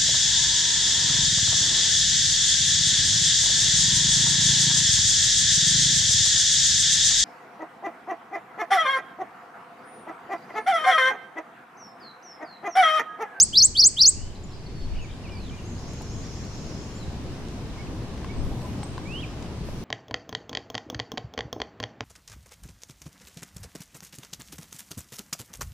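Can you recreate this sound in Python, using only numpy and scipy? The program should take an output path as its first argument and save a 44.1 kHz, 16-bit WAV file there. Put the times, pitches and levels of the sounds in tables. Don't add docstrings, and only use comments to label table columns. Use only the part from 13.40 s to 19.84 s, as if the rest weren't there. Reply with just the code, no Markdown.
import sys
import numpy as np
from scipy import signal
from scipy.fft import rfft, irfft, next_fast_len
from scipy.io import wavfile
from scipy.ndimage import uniform_filter1d, map_coordinates

SR = 44100
rng = np.random.default_rng(int(sys.argv[2]) if len(sys.argv) > 2 else 0)


def wrap_up_sound(samples):
    columns = np.atleast_2d(samples).T
    tamed = np.clip(columns, -1, 1)
    steps = np.round(tamed * 32767).astype(np.int16)
    wavfile.write(sys.argv[1], SR, steps)


def elevation(decibels):
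    levels = np.asarray(decibels, float)
    return 10 ** (levels / 20)


N = 284004
LEAD = SR // 4


def unit(x):
    return x / np.sqrt(np.mean(x ** 2) + 1e-20)


def along(points, hz):
    f, v = np.transpose(points)
    return np.interp(np.log(hz + 1), np.log(f + 1), v)


def wobble(rate, size=N):
    knots = rng.standard_normal(int(size * rate / SR) + 4)
    return map_coordinates(knots, [np.arange(size) * rate / SR])


def bell(s, width):
    return np.exp(-((np.arange(N) / SR - s) / width) ** 2)


def band_noise(low_hz, high_hz, size):
    band = signal.butter(2, [low_hz, high_hz], "band", fs=SR, output="sos")
    return unit(signal.sosfilt(band, rng.standard_normal(size)))


# (frequency [Hz], correlation [-1 to 1])
PORT_LIKENESS = [(25, 1), (60, 1), (140, 0.99), (310, 0.98), (710, 0.84), (1630, 0.42), (3730, .02),
                 (8510, -.18), (14000, -0.22)]


def rush(spectrum, alike=PORT_LIKENESS):
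    patchy_db = 1.0
    _, _, z = signal.stft(rng.standard_normal((2, N + 4096)), SR, nperseg=512)
    field = uniform_filter1d(rng.standard_normal(z.shape[1:]), size=6, axis=0)
    field = uniform_filter1d(field, size=14, axis=1)
    patchy = signal.istft(z * elevation(patchy_db * unit(field)), nperseg=512)[1]
    pair = rfft(patchy, next_fast_len(N + 8192))
    hz = np.linspace(0, SR / 2, pair.shape[1])
    turn = np.arccos(np.clip(along(alike, hz), -1, 1)) / 2
    mid, side = irfft(pair * elevation(along(spectrum, hz)) * [np.cos(turn), np.sin(turn)])[:, :N]
    return unit(np.array([mid + side, mid - side]))


def camera_gain_db():
    held_db, freed_s, recovery_s = -8, 0.83, 1.0
    since_freed = np.clip(np.arange(N) / SR - freed_s, 0, None)
    return held_db * np.exp(-since_freed / recovery_s)


# (frequency [Hz], level [dB per Hz])
TRAFFIC_SPECTRUM = [(26, -30.5), (45, -2), (125, -1), (157, -3.5), (256, -7.5), (371, -11), (405, -12.5),
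                    (527, -17.5), (1120, -22.5), (1380, -29), (2230, -40), (3000, -37), (3900, -65),
                    (6600, -120)]


def traffic():
    level_db = -38 + 2 * bell(5.1, width=.45)
    level_db = camera_gain_db() + level_db + 3.5 + 0.23 * wobble(5.4)
    return elevation(level_db) * rush(TRAFFIC_SPECTRUM) * elevation([[.6], [-.6]])


# (frequency [Hz], level [dB per Hz])
BUFFET_SPECTRUM = [(7.1, -33), (12, 1.5), (120, -14), (160, -32.5), (260, -120)]
# (centre time [s], width [s], level over the breeze [dB])
GUSTS = [
    (.86, 0.099, 7.5),
    (1.55, .14, 10.5),
    (1.95, 0.22, 4.5),
    (2.9, .12, 1),
    (3.35, .12, 0.5),
    (5.03, 0.086, 14.5),
    (5.5, .1, -2),
]


def wind():
    breeze_db = -43.5
    level_db = breeze_db + sum(db * bell(s, width) for s, width, db in GUSTS)
    level_db = .3 * camera_gain_db() + level_db + 3 + 1.5 * wobble(7)
    return elevation(level_db) * rush(BUFFET_SPECTRUM, alike=[(30, .4)]) * elevation([[.6], [-.6]])


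# (frequency [Hz], level [dB per Hz])
LEAF_SPECTRUM = [(900, -27.5), (1500, -3), (2300, -4), (4850, -6.5), (5700, -8), (8000, -15),
                 (10000, -22.5), (13000, -36.5)]


def leaves():
    return elevation(0.78 * camera_gain_db() - 49.5 + 0.39 * wobble(8)) * rush(LEAF_SPECTRUM)


# (frequency [Hz], level [dB per Hz])
CLOTH_SPECTRUM = [(4000, -20), (7000, -1.5), (10000, 1), (13000, -3.5), (16000, -9), (17000, -61.5)]
# (time [s], length [s], level over the hiss [dB])
RUSTLES = [
    (5.012, 0.28, 6.5),
    (6.237, .25, 5),
]


def cloth():
    t = np.arange(N) / SR
    rise_s, fall_s = .03, .12
    level_db = -71.5
    for s, length, db in RUSTLES:
        ramps = np.minimum((t - s) / rise_s, 1 + (s + length - t) / fall_s)
        level_db = level_db + db * np.clip(ramps, 0, 1)
    return elevation(1.1 * camera_gain_db() + level_db + 5.5 + .7 * wobble(7.3)) * rush(CLOTH_SPECTRUM)


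def add(track, rows, overtones=(), rough_db=3.0, flutter_hz=0, shape=None):
    s, hz, db = np.transpose(rows)
    t = np.arange(s[0], s[-1], 1 / SR)
    glide = uniform_filter1d(np.interp(t, s, hz), size=110, mode="nearest")
    glide = glide + flutter_hz * wobble(300, size=len(t))
    phase = 2 * np.pi * np.cumsum(glide) / SR
    level_db = np.interp(t, s, db)
    reedy_db = np.clip(-.8 * (level_db - db.max()), 0, 17)
    tone = np.sin(phase)
    for multiple, d in overtones:
        audible = multiple * glide < SR / 2.2
        tone = tone + elevation(d + reedy_db) * np.sin(multiple * phase) * audible
    edges = np.clip(np.minimum(t - s[0], s[-1] - t) / 0.0015, 0, 1)
    gain = elevation(level_db + 6.5 + rough_db * wobble(400, size=len(t))) * edges
    if shape is not None:
        gain = gain * shape(t)
    track[LEAD + round(s[0] * SR):][:len(t)] += tone * gain


# (frequency [Hz], time to fall 60 dB [s])
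WOOD_DECAY = [(2000, .55), (5000, 0.91), (9000, 0.75)]


def trees(x, slow, alike):
    hz, t, z = signal.stft(rng.standard_normal((2, SR)), SR, nperseg=256)
    decay_s = slow * along(WOOD_DECAY, hz)[:, None]
    a, b = signal.istft(z * elevation(-60 * t / decay_s), SR, nperseg=256)[1]
    tail = np.array([a, alike * a + np.sqrt(1 - np.clip(alike, -1, 1) ** 2) * b])
    first, last = np.flatnonzero(x)[[0, -1]]
    wet = signal.fftconvolve(x[None, first:last], tail / np.linalg.norm(a), axes=1)
    return np.pad(wet, ((0, 0), (first + SR // 300, len(x))))[:, LEAD:LEAD + N]


# (time from phrase start [s], pitch [Hz], level [dB])
HIGH_STROKE = [(0, 6250, -3), (.014, 6330, 0), (.034, 7350, -6), (.05, 7500, -9), (.075, 6350, -3),
               (.1, 6400, -5), (.13, 7000, -8), (.16, 6400, -10)]
LOW_STROKE = [(.118, 3900, -2), (.135, 4800, -3), (.16, 5750, -2), (.19, 5700, -4), (.22, 4850, -4),
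              (.25, 5650, -5), (.29, 5000, -10)]
# (time [s], high stroke level [dB], low stroke level [dB])
RIVAL_PHRASES = [
    (2.02, -62, -85),
    (2.24, -56.5, -56),
    (2.469, -54, -55.5),
    (2.695, -54, -53.5),
    (2.915, -54, -54),
    (3.125, -54.5, -55),
    (3.34, -56, -70),
]


def rival():
    out = np.zeros((2, N))
    for s, high_db, low_db in RIVAL_PHRASES:
        phrase = np.zeros(N + SR)
        add(phrase, np.array(HIGH_STROKE) + [s, 0, high_db - 1.5], rough_db=4, flutter_hz=60)
        add(phrase, np.array(LOW_STROKE) + [s, 0, low_db - 1.5], rough_db=4, flutter_hz=60)
        out += elevation(-4.5) * phrase[LEAD:LEAD + N] + elevation(2) * trees(phrase, slow=1.5, alike=.2)
    return out


# (time [s], centre pitch [Hz], level [dB])
TRILL = [(1.92, 5180, -57), (1.98, 4560, -52.5), (2.044, 3950, -52), (2.1, 3050, -53), (2.12, 3000, -61)]


def trill():
    chips = np.zeros(N + SR)
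    s, centre_hz, db = np.transpose(TRILL)
    for at in np.arange(s[0], s[-1], .0158):
        hz, level = np.interp(at, s, centre_hz), np.interp(at, s, db)
        slide = [(at, hz + 200, level - 5), (at + .004, hz, level), (at + .010, hz - 400, level - 11)]
        add(chips, slide, rough_db=2.5, flutter_hz=30)
    direct = (chips * elevation([[-2.2], [2.2]]))[:, LEAD:LEAD + N]
    return direct + elevation(-7) * trees(chips, slow=.8, alike=0.18)


def whistles(table, path, crest, rise_db, fall_db, haze, pan_db):
    sides, echo, u = np.zeros((2, N + SR)), np.zeros(N + SR), np.linspace(0, 1, 41)
    swell_db = np.interp(u, [0, np.clip(crest, .01, .99), 1], [-rise_db, 0, -fall_db])
    for s, length, first_hz, second_hz, db in table:
        call = np.zeros(N + SR)
        hz = first_hz + (second_hz - first_hz) * path(u)
        rows = np.transpose([s + length * u, hz, db + swell_db])
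        add(call, rows, [(3, -36)], rough_db=.5 + 4.5 * haze, flutter_hz=140 * haze)
        sides += call * elevation([[pan_db - 3 * haze], [-pan_db - 3 * haze]])
        echo += call * elevation(5.2 * haze)
    return np.vstack([sides, echo])


# (time [s], length [s], first pitch [Hz], second pitch [Hz], peak level [dB])
STRAIGHT = [
    (5.655, .155, 2200, 3310, -41.5),
    (5.815, .035, 3155, 2250, -42.5),
    (5.808, .006, 3330, 4000, -50),
    (4.375, .045, 2110, 2260, -52),
    (4.455, .025, 3200, 2300, -56),
    (4.88, .04, 2170, 2280, -49),
    (5.22, .045, 1030, 1000, -47),
]
SETTLING = [
    (1.835, .052, 2943, 2230, -53.5),
    (1.904, .082, 2420, 2320, -54.5),
    (2.003, .006, 2520, 2630, -56),
    (1.983, .022, 2320, 2520, -57),
    (1.4, 0.039, 3900, 3100, -65),
    (2.11, .05, 2320, 2450, -56),
    (1.635, 0.0267, 2680, 2190, -54),
]
SWELLING = [
    (1.3, 0.16, 4540, 4390, -56),
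    (2.15, 0.053, 3520, 2730, -55),
    (3.57, .08, 4740, 3850, -53.5),
    (4.92, .1, 8000, 8430, -64.5),
]
FAR_ARCHES = [
    (.948, 0.029, 3900, 4800, -59),
    (1.112, 0.031, 3930, 4800, -58),
    (1.535, .045, 2260, 3050, -53),
    (1.555, .03, 4600, 5000, -61),
    (1.612, .04, 6950, 6400, -59.5),
    (1.69, .05, 2870, 3900, -56),
]
BLURRED = [
    (.58, 0.096, 2970, 2610, -56.5),
    (.735, 0.24, 2516, 3047, -60.5),
    (1.07, .19, 5800, 4750, -63),
    (3.55, 0.042, 6740, 7450, -54),
    (1.49, .08, 4450, 4450, -63),
    (5.2, .1, 8000, 8100, -67),
]
ARCHES = [
    (1.261, .016, 4000, 4550, -52.5),
    (1.415, 0.0146, 4600, 5070, -59),
    (1.58, .03, 2470, 2960, -52),
    (1.61, 0.031, 2450, 2670, -53),
    (1.69, 0.022, 2190, 2400, -57),
    (1.885, 0.0207, 2284, 2945, -54),
]
CHIPS = [
    (1.033, 0.021, 8300, 7030, -47.5),
    (5.431, 0.019, 9660, 8050, -44),
]


def far_whistles():
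    calls = whistles(STRAIGHT, lambda u: u,
                     crest=.65, rise_db=13, fall_db=5, haze=.04, pan_db=-3)
    calls += whistles(SETTLING, lambda u: 1 - (1 - u) ** 1.7,
                      crest=.45, rise_db=2.5, fall_db=2.5, haze=.08, pan_db=-.7)
    calls += whistles(SWELLING, lambda u: 1 - (1 - u) ** 1.6,
                      crest=.75, rise_db=14, fall_db=4, haze=.25, pan_db=.3)
    calls += whistles(FAR_ARCHES, lambda u: np.sin(3 * np.pi * u) ** 2,
                      crest=.45, rise_db=3, fall_db=4, haze=.7, pan_db=.3)
    calls += whistles(BLURRED, lambda u: 1 - (1 - u) ** 3.2,
                      crest=.35, rise_db=4, fall_db=8, haze=.5, pan_db=.7)
    calls += whistles(ARCHES, lambda u: np.sin(np.pi * u),
                      crest=.45, rise_db=2.5, fall_db=2.5, haze=.15, pan_db=-.7)
    calls += whistles(CHIPS, lambda u: 1 - np.exp(-u / .13),
                      crest=.35, rise_db=12, fall_db=16, haze=.4, pan_db=.3)
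    return calls[:2, LEAD:LEAD + N] + elevation(-7) * trees(calls[2], slow=.8, alike=0.18)


# (time [s], peak level [dB], centre [Hz], level of the top end [dB])
TICKS = [(2.5354, -43, 7000, -22), (2.6204, -39, 7000, -25), (3.0494, -53, 8500, -3),
         (4.0847, -38, 4800, -28), (4.6332, -42, 2690, -16), (4.777, -36, 3300, -29),
         (4.8454, -33, 2000, -24), (5.218, -38, 2560, -15), (5.4335, -45, 7000, -19.5),
         (5.7243, -39, 3200, -29.5), (6.0252, -35, 3800, -25.5), (6.0606, -40, 2850, -26)]
# (time [s], peak level [dB], pitch [Hz])
KNOCKS = [
    (1.897, -40, 616),
    (2.61, -35, 860),
    (2.971, -41, 725),
    (4.845, -31, 1080),
    (5.431, -27, 830),
    (5.579, -26.5, 1025),
    (6.287, -29, 606),
]


def handling():
    out, t = np.zeros(N + SR), np.arange(SR // 20) / SR
    for s, db, hz, top_db in TICKS:
        body = band_noise(0.5 * hz, 1.5 * hz, len(t))
        top = band_noise(7000, 13000, len(t))
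        tick = elevation(db - 4.5 - 60 * t / 0.015) * (body + elevation(top_db + 2.5) * top)
        out[round(s * SR):][:len(t)] += tick
    for s, db, hz in KNOCKS:
        shell = np.sin(2 * np.pi * hz * t)
        shell += 0.49 * np.sin(2 * np.pi * 1.46 * hz * t) * elevation(-60 * t / 0.034)
        shell += .5 * elevation(-60 * t / 0.013) * band_noise(900, 3500, len(t))
        onset = 1 - np.exp(-t / 0.00057)
        out[round(s * SR):][:len(t)] += elevation(db + 3.5 - 60 * t / 0.022) * onset * shell
    return out[:N] * elevation([[1.5], [-1.5]])


# (time from its start [s], pitch [Hz])
FIRST_CLIMB = [(0, 2850), (.007, 3100), (.016, 3270), (.030, 3870), (.041, 4130), (.065, 5880)]
SECOND_CLIMB = [(.099, 5950), (.111, 6430), (.134, 8300), (.143, 7500)]
# (frequency [Hz], level [dB])
BEAK = [(3100, -31), (3620, -23), (4150, -18), (4550, -11.5), (5100, -10.5), (5900, -13.5), (6500, -11),
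        (7700, -12)]


def syllable():
    (crest_s, crest_hz), (rim_s, rim_hz) = FIRST_CLIMB[-1], SECOND_CLIMB[0]
    end_s, step_s = SECOND_CLIMB[-1][0], .0005
    t = np.arange(0, end_s, step_s)
    bowl_s, bowl_hz, bowl_steep = .0835, 4270, 2.6
    wall = np.interp(t, [crest_s, bowl_s, rim_s], [1, 0, 1])
    hz = np.interp(t, *np.transpose(FIRST_CLIMB + SECOND_CLIMB))
    hz = bowl_hz + (hz - bowl_hz) * wall ** bowl_steep
    round_s = .003
    hz = uniform_filter1d(hz, size=round(round_s / step_s), mode="nearest")
    attack_db = -20 * np.clip(1 - t / .008, 0, 1)
    release_db = -40 * np.clip(1 - (end_s - t) / .015, 0, 1) ** 2
    slump_width_s = .008
    slump_db = -3 * np.exp(-((t - crest_s - slump_width_s) / slump_width_s) ** 2)
    return np.transpose([t, hz, along(BEAK, hz) + attack_db + release_db + slump_db])


# (time from note start [s], pitch [Hz], level [dB])
OTHER_SIDE = [(.025, 4200, -36), (.029, 4450, -20), (.045, 4680, -17), (.048, 4600, -36)]
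# (time [s], stretch [ratio], pitch [ratio], other side level [dB], tone break after the start [s])
NOTES = [
    (-.096, 1.014, 1.025, -10, .07),
    (.1267, 1.01, .995, -13, .072),
    (.346, 1.004, 1.008, 4.5, .068),
    (.564, 1.0, 1.0, -16, .0645),
]
# (multiple of the pitch [ratio], level [dB])
OVERTONES = [(2, -38), (3, -44), (4, -51)]
# (delay [s], level [dB])
TWIGS = [(.0007, -19), (.0016, -22), (.005, -24), (.013, -18.5)]
# (delay [s], level [dB])
GROUND_ECHOES = [(.011, -26), (.017, -26)]


def warbler():
    song_db = -3.2
    out = np.zeros((2, N))
    for s, stretch, pitch, other_db, snap in NOTES:
        note = np.zeros(N + SR)

        def shape(t):
            dip = 1 - .75 * np.exp(-((t - s - snap) / .0006) ** 2)
            rasp = elevation(.45 * wobble(2200, size=len(t)))
            both = np.interp(t - s, np.array(OTHER_SIDE)[:, 0] - [0, 0, 0, .002], [0, 1, 1, 0])
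            return dip * rasp * elevation(-both * 2.2 * max(other_db + 0.5, 0))

        main = syllable() * [stretch, pitch, 1] + [s, 0, song_db]
        add(note, main, OVERTONES, rough_db=1.1, flutter_hz=33, shape=shape)
        other = np.array(OTHER_SIDE) + [s, 0, min(other_db, -3.5)]
        add(note, other, [(2, -27 + other_db), (3, -45 + other_db)], rough_db=2.5, flutter_hz=40)
        near = sum(elevation(d) * np.roll(note, round(lag * SR)) for lag, d in TWIGS)
        ahead = sum(elevation(d) * np.roll(note, round(lag * SR)) for lag, d in GROUND_ECHOES)
        out += (note + ahead + near * [[1], [-1]])[:, LEAD:LEAD + N]
        out += elevation(-24) * trees(np.roll(note, SR // 150), slow=.3, alike=.3)
        out += elevation(-22) * trees(note, slow=.68, alike=.04)
    return out


def scene():
    background = traffic() + wind() + leaves() + cloth()
    return background + rival() + trill() + far_whistles() + handling() + warbler()


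def roll_off(x):
    return signal.sosfilt(signal.butter(12, 15830, fs=SR, output="sos"), x)


def record(dry):
    return roll_off(dry)


dry = scene()
out = record(dry)
wrap_up_sound(out)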